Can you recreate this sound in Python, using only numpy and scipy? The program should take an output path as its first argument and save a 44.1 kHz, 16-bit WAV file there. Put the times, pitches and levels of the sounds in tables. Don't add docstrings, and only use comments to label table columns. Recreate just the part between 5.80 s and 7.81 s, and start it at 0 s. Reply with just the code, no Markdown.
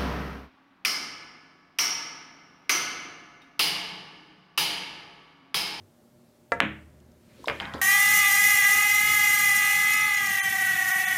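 import sys
import numpy as np
from scipy import signal
from scipy.io import wavfile

SR = 44100
rng = np.random.default_rng(int(sys.argv[2]) if len(sys.argv) > 2 else 0)


def waveform_to_disk(signal):
    frames = np.transpose(np.atleast_2d(signal))
    scaled = np.clip(frames, -1, 1) * 32767
    samples = np.round(scaled).astype(np.int16)
    wavfile.write(sys.argv[1], SR, samples)


def makeup_ratio(level_db):
    decades = np.asarray(level_db, float) / 20
    return 10 ** decades


N = 88861

# [f/Hz, level/dB]
AIR_COLOUR = [(20, -31), (60, -17.5), (200, -13), (600, -20), (1000, -27), (2200, -34.5), (8000, -38),
              (16500, -40.5)]
AIR_DB, AIR_FLICKER_DB, AIR_FLICKER_PER_S = -62, 0.9, 8
# [f/Hz, width/Hz, rms level/dB]
HUM = [(124, 7.7, -70.5), (236.4, 4.5, -65.5), (357, 9.1, -70), (545, 19, -84.5), (602.5, 11, -70.5),
       (703, 5.2, -85.5)]
THUMP_HZ, THUMP_DB, THUMP_T60_S = 97.8, -43, 0.24
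# [t/s, level/dB]
RUSTLE = [(0, -105), (.3, -90.5), (1.35, -82.5), (1.5, -66), (1.62, -60), (1.75, -55.5), (1.9, -59.5),
          (2.02, -59)]
# [f/Hz, level/dB per Hz]
RUSTLE_COLOUR = [(800, 1), (2500, 4), (6000, -2), (11000, -8.5), (16000, -13.5)]

# [t/s, level/dB]
ROLL = [(0, -80), (.8, -96), (.9, -56), (1.199, -59.5), (1.449, -63), (1.62, -55), (1.7, -67), (2.02, -78)]
# [f/Hz, level/dB per Hz]
ROLL_COLOUR = [(25, -18), (70, -3), (150, -0.5), (350, -10.5), (900, -23), (2000, -26), (5000, -59)]

# [f/Hz, level/dB, t60/s]
TABLE_MODES = [(42.82, -28, .4), (76.4, -15, 2), (115, -13, 0.62), (146, -8.5, 0.51), (177, -6.5, 0.23),
               (208, -3, 0.51), (277, -4, 0.43), (315, -5, 0.52), (396, -20.5, 0.28), (489, -14, 0.23),
               (540, -9.5, 0.12), (657, -16.5, 0.24)]
# [t/s, level/dB, tilt/dB per octave, shaking t60/s, share of free ring time]
BOOMS = [
    (0.719, -44, -7, 0.055, 0.31),
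    (.806, -34.5, 13, 0.053, 0.55),
    (.822, -29, 0, 0.13, 0.83),
    (1.692, -42, -6, 0.036, 0.87),
    (1.806, -38.5, -0.5, 0.2, 0.86),
    (1.937, -40.5, -8, 0.042, 0.22),
]
BOOM_RISE_S = 0.005

# [t/s, level/dB, centre f/Hz, t60/s, room level/dB]
KNOCKS = [(.828, -28, 560, 0.065, -25.5), (1.578, -46.5, 370, 0.36, -21.5),
          (1.6723, -20.5, 586, 0.036, -18.5), (1.675, -37, 2300, 0.037, -29),
          (1.6835, -21, 1540, 0.056, -11), (1.688, -25.5, 505, 0.16, -18.5), (1.69, -32.5, 1125, 0.05, -16),
          (1.699, -22, 1303, 0.085, -21), (1.8, -34.5, 2070, 0.037, -1.5), (1.807, -27.5, 916, 0.054, -14),
          (1.811, -41, 2480, 0.029, -3.5), (1.815, -32, 1495, 0.03, -2), (1.855, -34.5, 794, 0.066, -8),
          (1.872, -36.5, 1346, 0.12, -3.5), (1.9375, -29, 1160, 0.051, -7),
          (1.938, -44.5, 3600, 0.073, -18), (1.952, -37.5, 2300, 0.1, -8), (1.943, -31.5, 280, 0.17, -26),
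          (1.946, -31.5, 600, 0.088, -11.5), (1.99, -34.5, 910, 0.059, -22)]
KNOCK_RISE_S, KNOCK_TOUCHES_PER_S = 0.00086, 2500
KNOCK_OCTAVES, KNOCK_WIDTH = 0.61, 0.3
SPRAY_DB, SPRAY_T60_S, SPRAY_HZ = -33, 0.07, 6500

# [t/s, level/dB, ring f/Hz, t60/s, crack level/dB]
TICKS = [(.741, -42, 9000, 0.0066, -53), (1.2025, -63, 12480, 0.0033, -45),
         (1.3186, -62.5, 8160, 0.0074, -51.5), (1.6424, -28, 1000, 0.019, -34.5),
         (1.658, -29.5, 3740, 0.0091, -55), (1.659, -36, 5300, 0.0098, -62),
         (1.6745, -42, 5100, 0.0062, -28), (1.6806, -42, 5970, .003, -34), (1.689, -40, 6500, .003, -42),
         (1.7295, -42, 6030, .005, -60), (1.762, -40, 4000, .005, -56), (1.8004, -16, 3160, 0.0076, -37),
         (1.8078, -51, 3350, 0.0083, -45), (1.8215, -36, 6360, 0.002, -55), (1.854, -28, 3700, 0.0052, -55),
         (1.9378, -25.5, 3360, 0.0062, -33), (1.9442, -35, 7000, 0.004, -48),
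         (1.944, -35, 4340, 0.0064, -58), (1.9497, -30, 3830, 0.0024, -66), (1.981, -35, 3200, 0.0054, -55),
         (2.0003, -45, 3800, 0.0034, -57)]
# [t/s, level/dB, centre f/Hz, t60/s]
SWISHES = [(1.685, -50, 15000, .06), (1.8, -46, 15000, .03), (1.955, -65, 12800, 0.12),
           (1.98, -52, 12800, 0.05), (2.004, -57, 13800, .04)]
TICK_ROOM_DB = -24

# [t/s, level/dB, ring f/Hz, ring width/Hz, room level/dB]
CLICKS = [
    (0.8033, 0.23, 1980, 2510, -14.5),
    (1.683, -7.5, 2860, 2300, -15.5),
    (1.6986, -11.5, 2640, 2330, -29),
    (1.8008, -19, 2980, 1900, -17),
    (1.8072, -18, 2740, 2330, -12),
    (1.8544, -26, 2600, 2600, -16),
]
BALL_CONTACT_S, SNAP_DB, SNAP_HZ = 0.00031, -18, 7000
POCKET_SNAP_DB, POCKET_TOP_HZ = -25, 4300

# [f/Hz, level/dB, t60/s]
SHAFT = [(525, 4, 0.026), (921, -10.5, .15), (1352, 0, 0.075), (1803, -2, 0.056), (2310, -10.5, 0.06),
         (2665, -22.5, 0.12), (3730, -19.5, 0.041), (4340, -26.5, .07), (4900, -31, .03)]
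# [f/Hz, level/dB, t60/s]
SHAFT_BENDING = [(330, -11.5, 0.019), (617, -13.5, 0.12), (694.7, -6, .15), (1168, -4, .062),
                 (1654, -4.5, 0.098), (2008, -4.5, 0.11), (481.8, -17.5, 0.23)]
CUE_S, CUE_DB, CUE_CONTACT_S, CUE_ROOM_DB = 0.7199, -18, 0.00026, -21
CUE_CRACK_DB, CUE_CRACK_HZ, CUE_TOP_HZ = -27, 4000, 9200
CUE_FIZZ_DB, CUE_FIZZ_T60_S = -43.5, 0.13
CUE_CHATTER_DB = -31.5

# [delay t/s, level/dB]
ECHOES = [(.0009, -16), (.0019, -14.5), (.0043, -14), (.0075, -15), (.0185, -9), (.0215, -23.5),
          (.03, -20.5), (.0455, -21), (.047, -16.5), (.0495, -23)]
# [f/Hz, t60/s]
ROOM_T60 = [(100, 1), (500, 0.38), (2000, 0.38), (3200, 0.36), (4200, .33), (8000, .22), (16000, 0.18)]
# [f/Hz, level/dB]
ROOM_COLOUR = [(200, 14.5), (1000, 0.14), (2500, 3.5), (3900, 2), (4900, -11), (6200, -3), (8000, -9),
               (16000, -7.5)]
ROOM_RISE_S, ECHO_CUT_HZ = 0.0064, 3500
ROOM_DIP_HZ, ROOM_DIP_WIDTH_HZ = 4540, 1000

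MIC_LOW_HZ, MIC_TOP_HZ, MIC_CEILING = 41, 16600, 1.08


def rms_one(x):
    return x / np.sqrt(np.mean(x ** 2) + 1e-20)


def at_hz(points, hz):
    table_hz, value = np.transpose(points)
    return np.interp(np.log(hz), np.log(table_hz), value)


def loudness(points):
    return makeup_ratio(np.interp(np.arange(N) / SR, *np.transpose(points)))


def lowpass(x, order, hz):
    return signal.sosfilt(signal.butter(order, hz, fs=SR, output="sos"), x)


def ring(x, hz, t60):
    r = makeup_ratio(-60 / (t60 * SR))
    w = 2 * np.pi * hz / SR
    return signal.lfilter([0, np.sin(w)], [1, -2 * r * np.cos(w), r * r], x + 1e-18)


def resonance(x, hz, width_hz):
    r = np.exp(-np.pi * width_hz / SR)
    rising = np.array([1, 0, -1]) * (1 - r * r) / 2
    return signal.lfilter(rising, [1, -2 * r * np.cos(2 * np.pi * hz / SR), r * r], x)


def add(out, s, x):
    i = int(s * SR)
    out[i:i + len(x)] += x[:N - i]


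def contact(length_s, size):
    u = np.minimum(np.arange(size) / SR / length_s, 1)
    bump = np.abs(np.sin(np.pi * u)) ** 1.5
    return bump / bump.sum()


def dying(rise_s, t60, size):
    t = np.arange(size) / SR
    return (1 - np.exp(-t / rise_s)) * makeup_ratio(-60 * t / t60)


def crack(t60, hz):
    return resonance(rng.standard_normal(6000), hz, hz) * dying(0.00015, t60, size=6000)


def bands(colour, gain, size):
    settle = 4000
    edges = 22 * 2 ** (np.arange(30) / 3)
    white = rng.standard_normal((2, size + settle))
    out = np.zeros(size)
    for k, (lo, hi) in enumerate(zip(edges, edges[1:])):
        centre = np.sqrt(lo * hi)
        band_filter = signal.butter(2, [lo, hi], "band", fs=SR, output="sos")
        band = signal.sosfilt(band_filter, white[k % 2])[settle:]
        out += makeup_ratio(at_hz(colour, centre)) * gain(centre) * band
    return out


def drift(rate):
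    points = rng.standard_normal(400)
    return np.interp(np.arange(N) / SR * rate, np.arange(400), points)


def background():
    air = rms_one(bands(AIR_COLOUR, lambda hz: makeup_ratio(AIR_FLICKER_DB * drift(AIR_FLICKER_PER_S)), size=N))
    hum = np.zeros(N)
    for hz, width_hz, db in HUM:
        line = resonance(rng.standard_normal(2 * N), hz, width_hz)
        line = resonance(line, hz, 4.2 * width_hz)[N:]
        hum += makeup_ratio(db) * rms_one(line)
    tone = np.sin(2 * np.pi * THUMP_HZ * np.arange(N) / SR)
    thump = makeup_ratio(THUMP_DB) * tone * dying(0.017, THUMP_T60_S, size=N)
    cloth = rms_one(bands([(300, -41)] + RUSTLE_COLOUR, lambda hz: makeup_ratio(2.2 * drift(20)), size=N))
    return makeup_ratio(AIR_DB) * air + hum + thump + loudness(RUSTLE) * cloth


def rolling():
    rumble = rms_one(bands(ROLL_COLOUR, lambda hz: makeup_ratio(0.99 * drift(20)), size=N))
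    return loudness(ROLL) * rumble


def table():
    out = np.zeros(N)
    for s, db, tilt_db, shake_t60, share in BOOMS:
        shakes = rng.standard_normal((len(TABLE_MODES), SR)) * dying(BOOM_RISE_S, shake_t60, size=SR)
        boom = np.zeros(SR)
        for (hz, level_db, t60), shake in zip(TABLE_MODES, shakes):
            mode = ring(shake, hz, share * t60)
            boom += makeup_ratio(level_db + tilt_db * np.log2(hz / 250)) * mode / np.abs(mode).max()
        add(out, s, makeup_ratio(db) * boom)
    return out


def knocks():
    near, send = np.zeros(N), np.zeros(N)
    size = SR // 4
    for s, db, hz, t60, room_db in KNOCKS:
        touched = rng.random(size) < KNOCK_TOUCHES_PER_S / SR
        touches = rng.standard_normal(size) * touched * dying(KNOCK_RISE_S, t60, size=size)
        touches[40] = 1
        x = np.zeros(size)
        for k, offset in enumerate(np.arange(-3, 4) / 3):
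            mode_hz = hz * 2 ** (KNOCK_OCTAVES * offset)
            x += resonance(np.roll(touches, 9 * k) + 1e-18, mode_hz, KNOCK_WIDTH * mode_hz / 2 ** (KNOCK_OCTAVES * offset))
        x = resonance(x, hz, 0.9 * hz)
        x = makeup_ratio(db) * x / np.abs(x).max()
        add(near, s, x)
        add(near, s, makeup_ratio(db + SPRAY_DB) * crack(SPRAY_T60_S, SPRAY_HZ))
        add(send, s, x * makeup_ratio(room_db))
    return near, send


def ticks():
    out = np.zeros(N)
    for s, db, hz, t60, crack_db in TICKS:
        tick = ring(contact(0.0001, size=2000), hz, t60)
        add(out, s, makeup_ratio(db) * resonance(tick, hz, 0.5 * hz))
        add(out, s, makeup_ratio(crack_db) * crack(0.006, 5000))
    for s, db, hz, t60 in SWISHES:
        swish = rms_one(resonance(rng.standard_normal(6000), hz, 0.13 * hz))
        add(out, s, makeup_ratio(db) * swish * dying(0.005, t60, size=6000))
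    return out


def clicks():
    near, send = np.zeros(N), np.zeros(N)
    push = contact(BALL_CONTACT_S, size=600)
    snap = resonance(contact(0.00007, size=600), SNAP_HZ, 4200)
    snap = snap / np.abs(snap).max()
    for s, db, hz, width_hz, room_db in CLICKS:
        in_pocket = s > 1
        body = resonance(resonance(push, hz, width_hz), 0.15 * hz, width_hz)
        if in_pocket:
            body = lowpass(body, 2, POCKET_TOP_HZ)
        snap_db = POCKET_SNAP_DB if in_pocket else SNAP_DB
        x = makeup_ratio(db) * (body / np.abs(body).max() + makeup_ratio(snap_db) * snap)
        add(near, s, x)
        add(send, s, x * makeup_ratio(room_db))
    return near, send


def cue():
    out = np.zeros(N)
    size = SR // 2
    push = contact(CUE_CONTACT_S, size=size)
    jolt = np.diff(push, prepend=0) * SR / 2 / np.pi
    along = sum(makeup_ratio(db) * ring(jolt / hz, hz, t60) for hz, db, t60 in SHAFT)
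    chatter = rng.standard_normal((len(SHAFT_BENDING), size)) * dying(0.001, 0.064, size=size) / 5
    chatter = makeup_ratio(CUE_CHATTER_DB) * chatter
    bending = np.zeros(size)
    for k, (hz, db, t60) in enumerate(SHAFT_BENDING):
        bending += makeup_ratio(db) * ring(chatter[k] + push * (-1) ** k, hz, t60)
    add(out, CUE_S, makeup_ratio(CUE_DB) * along)
    add(out, CUE_S - 0.0004, makeup_ratio(CUE_DB) * bending)
    tip = makeup_ratio(CUE_CRACK_DB) * crack(0.012, CUE_CRACK_HZ) + makeup_ratio(CUE_FIZZ_DB) * crack(CUE_FIZZ_T60_S, 6000)
    add(out, CUE_S, lowpass(tip, 3, CUE_TOP_HZ))
    return out, out * makeup_ratio(CUE_ROOM_DB)


def room(near, send):
    size = SR // 2
    tail = bands(ROOM_COLOUR, lambda hz: dying(ROOM_RISE_S, at_hz(ROOM_T60, hz), size=size), size=size)
    tail = tail / np.sqrt(np.sum(tail ** 2)) * makeup_ratio(8.0)
    out = signal.fftconvolve(send, tail)[:N]
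    mid_table = near * (np.arange(N) < SR)
    dull = lowpass(mid_table, 5, ECHO_CUT_HZ)
    for k, (s, db) in enumerate(ECHOES):
        echo = resonance(dull, rng.uniform(1700, 2300), 3000)
        add(out, s, makeup_ratio(db) * (-1) ** k * echo)
    return out - 0.9 * resonance(out, ROOM_DIP_HZ, ROOM_DIP_WIDTH_HZ)


def scene():
    knock, knock_send = knocks()
    tick = ticks()
    ball, ball_send = clicks()
    stick, stick_send = cue()
    send = stick_send + ball_send + knock_send + makeup_ratio(TICK_ROOM_DB) * tick
    wet = room(ball, send)
    mix = background() + rolling() + table() + knock + tick + ball + stick + wet
    return mix[None]


def low_pass(x):
    return signal.sosfilt(signal.butter(12, 16820, fs=SR, output="sos"), x)


def record(dry):
    x = signal.sosfilt(signal.butter(2, MIC_LOW_HZ, "high", fs=SR, output="sos"), dry)
    x = x / (1 + np.abs(x / MIC_CEILING) ** 8) ** (1 / 8)
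    x = signal.sosfilt(signal.cheby2(10, 60, MIC_TOP_HZ + 400, fs=SR, output="sos"), x)
    return low_pass(x)


dry = scene()
out = record(dry)
waveform_to_disk(out)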